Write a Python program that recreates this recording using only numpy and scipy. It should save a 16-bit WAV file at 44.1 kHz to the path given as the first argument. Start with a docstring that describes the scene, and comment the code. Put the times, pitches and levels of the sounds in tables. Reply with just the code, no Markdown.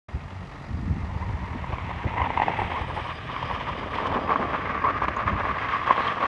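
"""An open gravel lot: a small diesel hatchback circles slowly, passes the microphone and drives off.
The engine knocks and hums underneath, sagging in the turn, with a thin belt whine on top. The tyres bite
into grit, drum, throw sand and slip in short squeals. Pinched stones pop and ring briefly in the tread,
lower from the front, higher from behind; flung grit clicks on the ground and stone chips squeak.
Light gusts buffet the microphone."""
import sys
import numpy as np
from scipy import signal
from scipy.fft import rfft, irfft
from scipy.io import wavfile
from scipy.ndimage import uniform_filter1d, map_coordinates

SR = 44100
rng = np.random.default_rng(int(sys.argv[2]) if len(sys.argv) > 2 else 0)


def to_wav(sig):
    """Store sig (one row per channel, or 1-D mono) as 16-bit WAV at the path in sys.argv[1].

    Samples outside -1..1 are clipped; the rate is SR.
    """
    pcm = np.clip(np.atleast_2d(sig), -1, 1) * 32767
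    pcm = np.round(pcm).astype(np.int16)
    wavfile.write(sys.argv[1], SR, pcm.T)  # frames by channels


N = 276507

# Table levels are set ahead of each layer's trims; a spectrum gives only the tone colour.
# the car turning away: time_s, tread_ring_hz, behind_share (0 from the front, 1 from behind)
HEADING = [(0, 916.1, 0.09), (1.3, 938, 0), (1.8, 1020, 0.1), (2.2, 972.6, 0.06), (2.4, 890.8, 0.03),
           (2.62, 888, 0.13), (3.1, 1073, 0.47), (3.8, 1073, 0.5), (4.3, 1098, 0.78), (4.8, 1109, 1),
           (5.6, 1109, 0.93), (6.27, 1106, 0.78)]

# the engine idles, sags under load in the turn, then picks up: time_s, firing_hz
FIRING_RATE = [(0,46.7),(1.35,46.8),(1.6,44),(2.35,43.9),(2.85,41.3),(3.2,40.3),(3.6,42),(3.85,41.5),(4.1,43),(4.7,46.6),(5.15,51),(5.5,54),(6.27,61)]
# engine faders: time_s, exhaust_db, clatter_db
ENGINE_LEVELS = [(0,-46,-48.5),(.6,-42.5,-45.5),(1.2,-34.5,-45.5),(1.7,-41.5,-44.5),(2.4,-42.5,-50),(3.2,-42.5,-50.5),(4.2,-42,-45),(5.2,-45.5,-43.5),(6.27,-47,-43.5)]
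# partials of the exhaust hum: firing_multiple, level_db
EXHAUST_PARTIALS = [(1,-4),(1.5,-11),(2,5),(3,2.5),(4,-0.5),(5,-21.5),(6,-14)]
# diesel clatter: freq_hz, level_db
CLATTER_SPECTRUM = [(100, -5.5), (220, 9.5), (350, -4.5), (600, -2), (720, 3.5), (920, 2.5), (1250, 4.5),
                    (1500, -5.5), (1900, 4.5), (2500, -22), (3300, -19.5), (4000, -18), (6000, -28),
                    (11000, -46.5)]
# the knock that strikes the engine block: freq_hz, level_db
BLOCK_BLOW_SPECTRUM = [(900,-21),(1700,-0.5),(6000,-9),(8000,-21)]
# the block's ring: pitch_hz, width_hz, level_db
BLOCK_MODES = [(1878,110,5.5),(3350,52,-18),(3900,190,-19),(5600,160,-20.5)]
# the belt's whine comes and goes as the car turns: time_s, level_db
WHINE_LEVELS = [(0,-72),(1.3,-76),(1.6,-87),(2.6,-75),(2.95,-69),(4.1,-70.5),(6.27,-75)]
# belt hiss: freq_hz, level_db
BELT_HISS_SPECTRUM = [(1500, -16.5), (3500, -3), (5700, 6.5), (7000, 6), (8600, -0.5), (11000, -7),
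                      (12200, -26.5)]

# the rolling bed, louder with speed and nearness: time_s, crunch_db, grit_db
ROLL_LEVELS = [(0,-46.5,-49),(.8,-48.5,-51),(1.2,-34.5,-47),(1.5,-37,-44),(2.05,-34,-38),(2.52,-27.5,-32.5),(2.86,-34,-39),(3.1,-45,-39),(3.18,-49,-40),
               (3.4,-30,-36.5),(3.78,-35.5,-37.5),(3.89,-38,-42),(3.94,-27.5,-33.5),(4.22,-27,-39),(4.65,-30.5,-32.5),(5.13,-32,-33.5),(5.8,-28.5,-31.5),(6.27,-26,-36)]
# a tyre bites into loose stones: start_s, length_s, crunch_db, grit_db
BITES = [(1.721,0.021,-26,-39),(1.886,0.027,-28,-55),(2.117,.15,-27,-47),(2.37,.075,-24.5,-36.5),(2.59,.06,-25,-39),(2.697,.125,-29,-38.5),
         (2.894,0.023,-27,-49),(2.961,.055,-27,-38),(3.039,.09,-29.5,-39.5),(3.296,0.018,-25.5,-46),(3.488,.085,-27,-42),(3.605,0.023,-26,-48),
         (3.666,0.032,-24,-42),(3.822,0.021,-24.5,-42),(3.981,.1,-23.5,-45),(4.109,.075,-21,-40),(4.292,.05,-16.5,-44),(4.398,0.048,-23,-45),
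         (4.528,0.0344,-19,-32.5),(4.654,.125,-26,-34.5),(4.839,.07,-18.5,-35),(4.939,.045,-34,-32),(5.016,.038,-22.5,-30),(5.161,.065,-23,-33.5),
         (5.272,.03,-22,-27.5),(5.373,0.043,-19.5,-34),(5.444,.075,-23.5,-33),(5.558,.022,-22.5,-37),(5.598,0.055,-25.5,-30),(5.684,.085,-29.5,-29),
         (5.86,.072,-20,-29),(5.959,.05,-20,-31),(6.017,.11,-23.5,-30.5),(6.202,0.05996,-18,-33)]
# a stone striking the tread: freq_hz, level_db
STONE_BLOW_SPECTRUM = [(100, -24.5), (400, 17.5), (2800, -5), (4200, -8.5), (7000, -26.5), (12000, -34)]
# tread resonances at the contact patch, from the front: ring_multiple, width_hz, level_db
FRONT_TREAD_MODES = [(.68,257,-22),(1,124,9.5),(2.2,171,-2),(3.1,302,-10.5)]
# the same from behind: ring_multiple, width_hz, level_db
REAR_TREAD_MODES = [(.58,196,-17.5),(1,95.4,3),(1.5,315,-10.5),(2.02,415,-14.5),(2.8,496,-34)]
# grit crackle from the front: freq_hz, level_db
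FRONT_GRIT_SPECTRUM = [(400,-21.5),(800,2),(1100,6.5),(1400,-3),(1750,2.5),(2080,5),(2420,0.5),(3100,-7),(3700,-13.5),(4400,-25.5),(6300,-33),(7200,-44.5),(12000,-55.5)]
# grit crackle from behind: freq_hz, level_db
REAR_GRIT_SPECTRUM = [(400,-38),(800,-11),(1170,18),(1390,4),(1620,9.5),(2200,4),(2550,-0.5),(3200,-10),(3700,-15.5),(4400,-25),(5000,-25.5),(6300,-31.5),(7200,-46.5),(12000,-62)]
# the bright rasp of the tyres side-on: freq_hz, level_db
RASP_SPECTRUM = [(1200, -36.5), (2300, 2), (3200, 7.5), (4300, -11), (5200, -13), (7200, -27),
                 (8500, -28.5), (12000, -51)]
# sand trickling off the tyres: freq_hz, level_db
SAND_SPECTRUM = [(3000,-13),(5500,7),(7300,-7),(8700,-5.5),(10500,1),(12200,-17)]
# sand flung toward the microphone: peak_s, length_s, level_db, centre_hz
SAND_SPRAYS = [(2.61,.08,-73,8200),(2.96,.06,-73,9200),(2.96,.06,-61,4800),(2.95,.75,-74,8500),(3.48,.3,-63,5000),(3.53,.05,-76,10300),(3.93,.07,-75,9900),(6.04,.13,-50,4000)]
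# the hollow thud of a tyre carcass: freq_hz, level_db
THUD_SPECTRUM = [(60, -29), (170, -3), (260, 4), (370, -1), (600, 1), (800, -2), (1300, -14), (4000, -77.5)]
# the carcasses drum as they roll: time_s, level_db
DRUM_LEVELS = [(0,-50),(1.9,-50.5),(2.4,-40.5),(3.1,-45.5),(4.2,-33.5),(4.7,-37.5),(5.75,-43.5),(6.27,-41)]
# a tyre drops over a bump: peak_s, length_s, level_db
BUMPS = [(1.554,0.059,-39.5),(1.716,0.049,-38),(2.059,0.056,-34.5),(2.491,0.039,-29.5),(2.952,0.12,-38),(3.84,0.025,-32),(4.177,0.044,-27),(4.425,0.058,-25.5),(4.877,0.091,-34.5),(5.315,0.09,-38)]

# the breeze between gusts: time_s, level_db
BREEZE_LEVELS = [(0,-43),(.55,-40.5),(.8,-42),(1.5,-36),(2.9,-35.5),(3.2,-42),(3.55,-37),(3.93,-39.5),(4.4,-40.5),(5.4,-37),(6.27,-46.5)]
# gusts on the microphone: peak_s, length_s, rumble_db, flutter_db
GUSTS = [(0.167,0.038,-24,-54),(0.267,0.036,-35,-57),(0.719,0.068,-31,-48),(0.911,0.35,-27.5,-33),(1.171,0.08,-30,-42),(1.31,0.16,-27,-56),(1.419,.072,-31.5,-50),
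         (1.556,0.042,-35,-35.5),(1.743,.014,-23,-47),(1.889,0.089,-30.5,-59),(2.064,0.018,-24.5,-24),(2.217,0.072,-30.5,-44),(2.456,0.051,-36,-46),
         (2.631,.09,-32.5,-60),(2.822,0.012,-27.5,-54),(4.13,0.084,-32.5,-38),(5.271,0.01,-25,-45),(5.338,0.091,-31.5,-28.5),(5.513,0.067,-32,-42)]
# low wind rumble: freq_hz, level_db
BUFFET_SPECTRUM = [(15, -52), (30, -14), (45, -4), (75, 3), (110, -2), (180, -11), (280, -21.5),
                   (450, -27.5), (1500, -83)]
# small eddies at the microphone port: freq_hz, level_db
FLUTTER_SPECTRUM = [(70,-28.5),(140,3.5),(190,5.5),(290,-4.5),(420,-19.5),(1200,-79.5)]

# flung grit lands: start_s, peak_db, cutoff_hz
GRIT_TICKS = [(.305,-33,2500),(4.068,-29,4500),(5.039,-34,9000),(5.082,-19,2000)]
# its dry click: freq_hz, level_db
TICK_SPECTRUM = [(200, -5), (900, -1), (3200, -6), (4300, -11), (6500, -17), (9000, -27), (12000, -31)]
# the tread slips and squeals: start_s, length_s, level_db, from_hz, to_hz
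SQUEALS = [(1.215,0.022,-37.5,928,1057),(2.169,.075,-29.5,1008,962),(2.744,0.0395,-29.5,970,1082),(4.84,0.0453,-20.5,1044,1144),
           (5.734,0.026,-23,1079,1065),(5.901,0.012,-16.5,1090,1065),(6.208,0.038,-26,1094,1055)]
# the largest stones pinched under the tread: pinch_s, level_db, ring_hz
BIG_STONES = [(1.641,-22.5,950),(1.782,-20,1015),(2.18,-15.5,940),(2.203,-18,860),(2.216,-11,950),(2.24,-15.5,890),(2.268,-18.5,840),(2.302,-14.5,930),
              (2.373,-10,933),(2.398,-10,862),(2.417,-9.5,860),(2.48,-9.5,830),(2.588,-16.5,870),(2.616,-12.5,860),(2.718,-18.5,990),(3.362,-17.5,1030),(3.427,-19,990),
              (3.51,-19,945),(3.984,-17,1060),(4.167,-16.5,1080),(4.291,-15,1095),(4.304,-8,1070),(4.357,-10,1080),(4.426,-15,1114),(4.538,-18.5,1240),(4.551,-20,1080),
              (4.839,-14.5,1020),(4.88,-13.5,1070),(5.019,-16,970),(5.044,-17.5,1050),(5.081,-13.5,1120),(5.276,-13,1170),(5.404,-17,1090),(5.451,-13.5,1096),
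              (5.875,-15,1114),(5.907,-5.5,1070),(5.96,-18,1050),(5.978,-15.5,1096),(6.005,-14,1074),(6.234,-13.5,1090)]
# stone chips squeak: start_s, pitch_hz, level_db, t60_s
CHIP_SQUEAKS = [(5.164, 6650, -46, 0.04), (6.078, 3086, -25, 0.04)]


def amp(db):
    """Decibels to gain."""
    return 10 ** (np.asarray(db) / 20)


def unit(x):
    """x at rms 1."""
    return x / np.sqrt(np.mean(x ** 2) + 1e-20)


def curves(rows):
    """Automation lanes: one value per sample for each column after the time."""
    times, *columns = np.transpose(rows)
    return [np.interp(np.arange(N) / SR, times, column) for column in columns]


def wobble(rate):
    """A smooth random curve, rate knots a second."""
    knots = rng.standard_normal(int(N * rate / SR) + 4)
    return map_coordinates(knots, [np.arange(N) * rate / SR])


def response(spectrum, modes=(), size=8192):
    """Minimum-phase impulse response of peak 1 with a given spectrum and resonances."""
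    hz = np.fft.rfftfreq(size, 1 / SR)
    points_hz, points_db = np.transpose(spectrum)
    gain = amp(np.interp(np.log(hz + 1), np.log(points_hz), points_db))
    if len(modes):
        peaks = [amp(db) * hz * width / (centre ** 2 - hz ** 2 + 1j * hz * width)
                 for centre, width, db in modes]
        gain = gain * np.sqrt(sum(abs(peak) ** 2 for peak in peaks))
    cepstrum = irfft(np.log(np.maximum(gain, 1e-5)))
    cepstrum[1:size // 2] *= 2
    cepstrum[size // 2 + 1:] = 0
    impulse = irfft(np.exp(rfft(cepstrum)))
    return impulse / abs(impulse).max()


def through(x, impulse):
    """x sounding through an impulse response."""
    return signal.fftconvolve(x, impulse)[:N]


def coloured(x, spectrum, modes=()):
    """x shaped by a spectrum and resonances, at rms 1."""
    return unit(through(x, response(spectrum, modes)))


def grains(rate, spread_db, clump_db, window=2646):
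    """Random contacts of uneven size that come in clumps, with a steady mean power."""
    hits = (rng.random(N) < rate / SR) * rng.choice([-1, 1], N)
    sizes_db = spread_db * np.minimum(rng.exponential(size=N), 4) + clump_db * wobble(90)
    contacts = hits * amp(sizes_db)
    power = uniform_filter1d(uniform_filter1d(contacts ** 2, window), window)
    return contacts / np.sqrt(abs(power) + 1e-9)


def swells(base_db, events, rise_share=0.58):
    """Gain of a bed with (peak_s, length_s, level_db) swells on top, rising slower than they fall."""
    t, power = np.arange(N) / SR, amp(base_db) ** 2 + np.zeros(N)
    for s, length, db in events:
        near = slice(max(int((s - 2 * length) * SR), 0), int((s + 2 * length) * SR))
        age = t[near] - s
        width = length * np.where(age < 0, rise_share, 1 - rise_share)
        power[near] += amp(db) ** 2 * np.exp(-2 * (age / width) ** 2)
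    return np.sqrt(power)


def bite(start_s, length_s, attack_s=.002, release_s=.005):
    """Envelope of a tyre's bite: it catches abruptly, holds, and lets go."""
    age = np.arange(N) / SR - start_s
    return np.clip(age / attack_s, 0, 1) * np.exp(-np.clip((age - length_s) / release_s, 0, 20))


def perspective():
    """How much the car is heard from behind, and how much side-on, both 0-1."""
    behind = np.clip(curves(HEADING)[1], 0, 1)
    return behind, 4 * behind * (1 - behind)


def ground_bounce(x, delay_s=0.00139, side_delay_s=0.00028, gain=0.06, side_gain=0.09):
    """The bounce off the ground combs the sound, later and stronger as the car passes side-on."""
    _, side_on = perspective()
    bounce = map_coordinates(x, [np.arange(N) - (delay_s + side_delay_s * side_on) * SR], order=1)
    return unit(x + (gain + side_gain * side_on) * bounce)


def engine(knock_db=-5, block_db=-3, decay_per_firing=1.4, uneven_db=4.0, scatter_db=1.0):
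    """A low, uneven exhaust hum, and at every firing a diesel knock that rattles and rings the block."""
    firing_hz, = curves(FIRING_RATE)
    exhaust_db, clatter_db = curves(ENGINE_LEVELS)
    behind, _ = perspective()
    firings = np.cumsum(firing_hz * (1 + .007 * wobble(8))) / SR
    hum = sum(amp(db + uneven_db * wobble(16)) * np.sin(2 * np.pi * (k * firings + rng.random()))
              for k, db in EXHAUST_PARTIALS)
    knocks = unit(np.diff(np.floor(firings), prepend=0))
    rattle = unit((.5 + np.exp(-decay_per_firing * (firings % 1))) * rng.standard_normal(N))
    t = np.arange(SR // 40) / SR
    casing = rng.standard_normal(len(t)) * np.exp(-decay_per_firing * firing_hz.mean() * t)
    blows = (amp(knock_db) * unit(through(knocks, casing)) + rattle) * amp(scatter_db * wobble(50))
    block = amp(block_db) * (1 - behind) * coloured(blows, BLOCK_BLOW_SPECTRUM, BLOCK_MODES)
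    clatter = ground_bounce(coloured(blows, CLATTER_SPECTRUM))
    return amp(exhaust_db) * unit(hum) + amp(clatter_db) * (clatter + block)


def belt_whine(pitch_hz=4850, width_hz=210, flutter_db=5.0, hiss_db=-71, hidden_db=-12):
    """The belt drive: a fuzzy, fluttering tone, and a hiss that the car hides as it turns away."""
    level_db, = curves(WHINE_LEVELS)
    behind, _ = perspective()
    gain = amp(level_db + flutter_db * wobble(23))
    phase = 2 * np.pi * np.cumsum(pitch_hz * (1 + 0.0023 * wobble(2.0))) / SR
    tone = unit(wobble(width_hz) * np.cos(phase) + wobble(width_hz) * np.sin(phase))
    hiss = coloured(rng.standard_normal(N), BELT_HISS_SPECTRUM)
    return gain * tone + amp(hiss_db + hidden_db * behind) * hiss


def tread(modes, ring_hz):
    """Impulse response of the tread, struck by a stone and ringing at a given pitch."""
    return response(STONE_BLOW_SPECTRUM, [(k * ring_hz, width, db) for k, width, db in modes], size=4096)


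def grinding(modes, detune, waver=.02, waver_hz=22, stretch=0.0688):
    """Dense stone contacts ring the tread; its pitch wavers and climbs as each bite stretches it."""
    t = np.arange(N) / SR
    bend = detune + waver * wobble(waver_hz)
    for s, length, _, _ in BITES:
        middle = s + length / 2
        near = abs(t - middle) < 2 * length
        age = 2 * (t[near] - middle) / length
        bend[near] += stretch * age * np.exp(-age ** 2 / 2)
    ring_hz = curves(HEADING)[0] * (1 + bend)
    steady = through(grains(800, spread_db=3.0, clump_db=3.0), tread(modes, ring_hz.mean()))
    varispeed = np.cumsum(ring_hz / ring_hz.mean())
    return unit(map_coordinates(steady, [varispeed], mode="reflect"))


def carcass():
    """Dense soft blows on a hollow tyre, at rms 1."""
    return coloured(grains(900, spread_db=2.5, clump_db=3.0), THUD_SPECTRUM)


def crackle(spectrum):
    """Fine grit crackling under a tyre, at rms 1."""
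    return coloured(grains(4000, spread_db=0.0, clump_db=2.5), spectrum)


def gravel(crunch_trim_db=-7.0, grit_trim_db=-1, rasp_db=-8, drum_db=-15, tyre_split=.09):
    """Stones grind and drum under the tyres while grit crackles; the colour shifts as the car turns."""
    crunch_power, grit_power = amp(curves(ROLL_LEVELS)) ** 2
    for s, length, crunch_db, grit_db in BITES:
        power = bite(s, length) ** 2
        crunch_power += amp(crunch_db) ** 2 * power
        grit_power += amp(grit_db) ** 2 * power
    behind, side_on = perspective()
    front_gain, rear_gain = np.sqrt(1 - behind), np.sqrt(behind)
    # side-on, the front tyres ring lower and the rear ones higher
    front = grinding(FRONT_TREAD_MODES, -tyre_split * side_on)
    rear = grinding(REAR_TREAD_MODES, tyre_split * side_on * (1 - behind))
    crunch = front_gain * front + rear_gain * rear + amp(drum_db) * carcass()
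    grit = front_gain * crackle(FRONT_GRIT_SPECTRUM) + rear_gain * crackle(REAR_GRIT_SPECTRUM)
    # side-on, nothing hides the contact patches, so their bright rasp comes through
    rasp = amp(rasp_db) * side_on * crackle(RASP_SPECTRUM)
    return (amp(crunch_trim_db) * np.sqrt(crunch_power) * crunch
            + amp(grit_trim_db) * np.sqrt(grit_power) * ground_bounce(grit + rasp))


def sand(trickle_db=-87, side_db=6, width_share=0.15, sizzle_db=3):
    """Fine sand hisses off the tyres, clearest side-on, and grainy sprays fly toward the microphone."""
    _, side_on = perspective()
    trickle = coloured(grains(2500, spread_db=8.0, clump_db=6.0), SAND_SPECTRUM)
    out = amp(trickle_db + side_db * side_on) * trickle
    specks = grains(1500, spread_db=1.5, clump_db=sizzle_db)
    for s, length, db, hz in SAND_SPRAYS:
        edges_hz = hz * np.exp(width_share * np.array([-.5, .5]))
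        band = signal.butter(2, edges_hz, "band", fs=SR, output="sos")
        out += swells(-np.inf, [(s, length, db)]) * unit(signal.sosfilt(band, specks))
    return out


def tyre_thuds():
    """The tyre carcasses drum as they roll, and thud at every bump."""
    return swells(curves(DRUM_LEVELS)[0], BUMPS) * carcass()


def eddies(spectrum):
    """Lumpy turbulence at the microphone port, at rms 1."""
    return coloured(grains(700, spread_db=1.5, clump_db=4.0), spectrum)


def wind(trim_db=-1, breeze_flutter_db=-16, push_db=3, push_lead_s=0.01277):
    """Breeze and gusts rumble and flutter on the microphone; each gust thumps just before its peak."""
    breeze_db, = curves(BREEZE_LEVELS)
    rumble_swells = [(s, length, db) for s, length, db, _ in GUSTS]
    flutter_swells = [(s, length, db) for s, length, _, db in GUSTS]
    rumble = swells(breeze_db, rumble_swells) * eddies(BUFFET_SPECTRUM)
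    flutter = swells(breeze_db + breeze_flutter_db, flutter_swells) * eddies(FLUTTER_SPECTRUM)
    pushes = np.zeros(N)
    for s, _, db, _ in GUSTS:
        pushes[round((s - push_lead_s) * SR)] = amp(db + push_db)
    return amp(trim_db) * (rumble + flutter + through(pushes, response(BUFFET_SPECTRUM)))


def grit_ticks(decay_s=0.0067):
    """Bits of flung grit land with a dry click, duller on soft ground."""
    out, t = np.zeros(N + SR), np.arange(SR // 50) / SR
    for s, db, cutoff_hz in GRIT_TICKS:
        dulled = [(hz, level - 10 * np.log10(1 + (hz / cutoff_hz) ** 4)) for hz, level in TICK_SPECTRUM]
        click = through(rng.standard_normal(len(t)) * np.exp(-t / decay_s), response(dulled))
        out[round(s * SR):][:len(click)] += amp(db) * click / abs(click).max()
    return out[:N]


def tyre_squeals(waver=0.0499, waver_hz=300, judder_db=3.0, judder_hz=170, octave_db=-8, hidden_db=-11):
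    """The tread sticks and slips in short, juddering squeals; their octave is fainter from behind."""
    out, t = np.zeros(N), np.arange(N) / SR
    behind, _ = perspective()
    slip = 1 + waver * wobble(waver_hz)
    judder = amp(judder_db * np.tanh(wobble(judder_hz)))
    octave_gain = amp(octave_db + hidden_db * behind)
    for s, length, db, from_hz, to_hz in SQUEALS:
        glide_hz = np.interp(t, [s, s + length], [from_hz, to_hz])
        phase = 2 * np.pi * np.cumsum(glide_hz * slip) / SR
        tone = np.sin(phase) + octave_gain * np.sin(2 * phase)
        out += amp(db) * bite(s, length) * unit(judder * tone)
    return out


def pebbles(over_db=6, spread_db=-0.5, detune=0.024, count=50):
    """Smaller stones caught at random, riding the rolling level: rows of pinch_s, level_db, ring_hz."""
    rolling_db, ring_hz = curves(ROLL_LEVELS)[0], curves(HEADING)[0]
    moments, draws = rng.integers(0, N, count), rng.standard_normal((count, 2))
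    return [(at / SR, rolling_db[at] + over_db + spread_db * size, ring_hz[at] * (1 + detune * tune))
            for at, (size, tune) in zip(moments, draws)]


def stone_pops(pop_db=-1, knock_db=-11, skid_db=-9, skid_s=0.0045, swell_s=0.0015, lag_s=0.000972):
    """A pinched stone snaps free with a knock: the tread rings for a few cycles while the stone skids."""
    pops, knocks = np.zeros(N + SR), np.zeros(N)
    t = np.arange(SR // 20) / SR
    behind, _ = perspective()
    for s, db, ring_hz in BIG_STONES + pebbles():
        at = min(round((s + lag_s) * SR), N - 1)
        modes = REAR_TREAD_MODES if behind[at] > .5 else FRONT_TREAD_MODES
        ring = sum(amp(level) * np.sin(2 * np.pi * (k * ring_hz * t + rng.random()))
                   for k, _, level in modes)
        ring = ring * (t / swell_s) * np.exp(-t / swell_s)
        scrape = rng.standard_normal(len(t)) * np.exp(-t / skid_s)
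        skid = through(scrape, tread(modes, ring_hz))[:len(t)]
        pop = ring / abs(ring).max() + amp(skid_db) * skid / abs(skid).max()
        pops[at:at + len(t)] += amp(db + pop_db) * pop
        knocks[at] = amp(db + knock_db)
    return pops[:N] + through(knocks, response(THUD_SPECTRUM))


def chip_squeaks(waver=.05, waver_hz=900, attack_s=0.00031):
    """Thin, unsteady squeaks of stone on stone."""
    out = np.zeros(N)
    for s, hz, db, t60 in CHIP_SQUEAKS:
        age = np.maximum(np.arange(N) / SR - s, 0)
        phase = 2 * np.pi * np.cumsum(hz * (1 + waver * wobble(waver_hz))) / SR
        out += amp(db - 60 * age / t60) * (1 - np.exp(-age / attack_s)) * np.sin(phase)
    return out


def scene():
    """Car and wind in mono, out in the open with no walls near."""
    motor = engine() + belt_whine()
    tyres = gravel() + tyre_squeals() + sand() + tyre_thuds()
    loose_stones = stone_pops() + grit_ticks() + chip_squeaks()
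    return (motor + tyres + loose_stones + wind())[None]


def record(dry, start_s=.083, fade_s=.004, top_hz=12200):
    """The microphone opens after a moment, with a quick fade at each end and a steep high cut."""
    t = np.arange(N) / SR
    fades = np.clip(np.minimum(t - start_s, t[-1] - t) / fade_s, 0, 1)
    high_cut = signal.ellip(10, .1, 90, top_hz, fs=SR, output="sos")
    return signal.sosfilt(high_cut, dry * fades)


dry = scene()
out = record(dry)
to_wav(out)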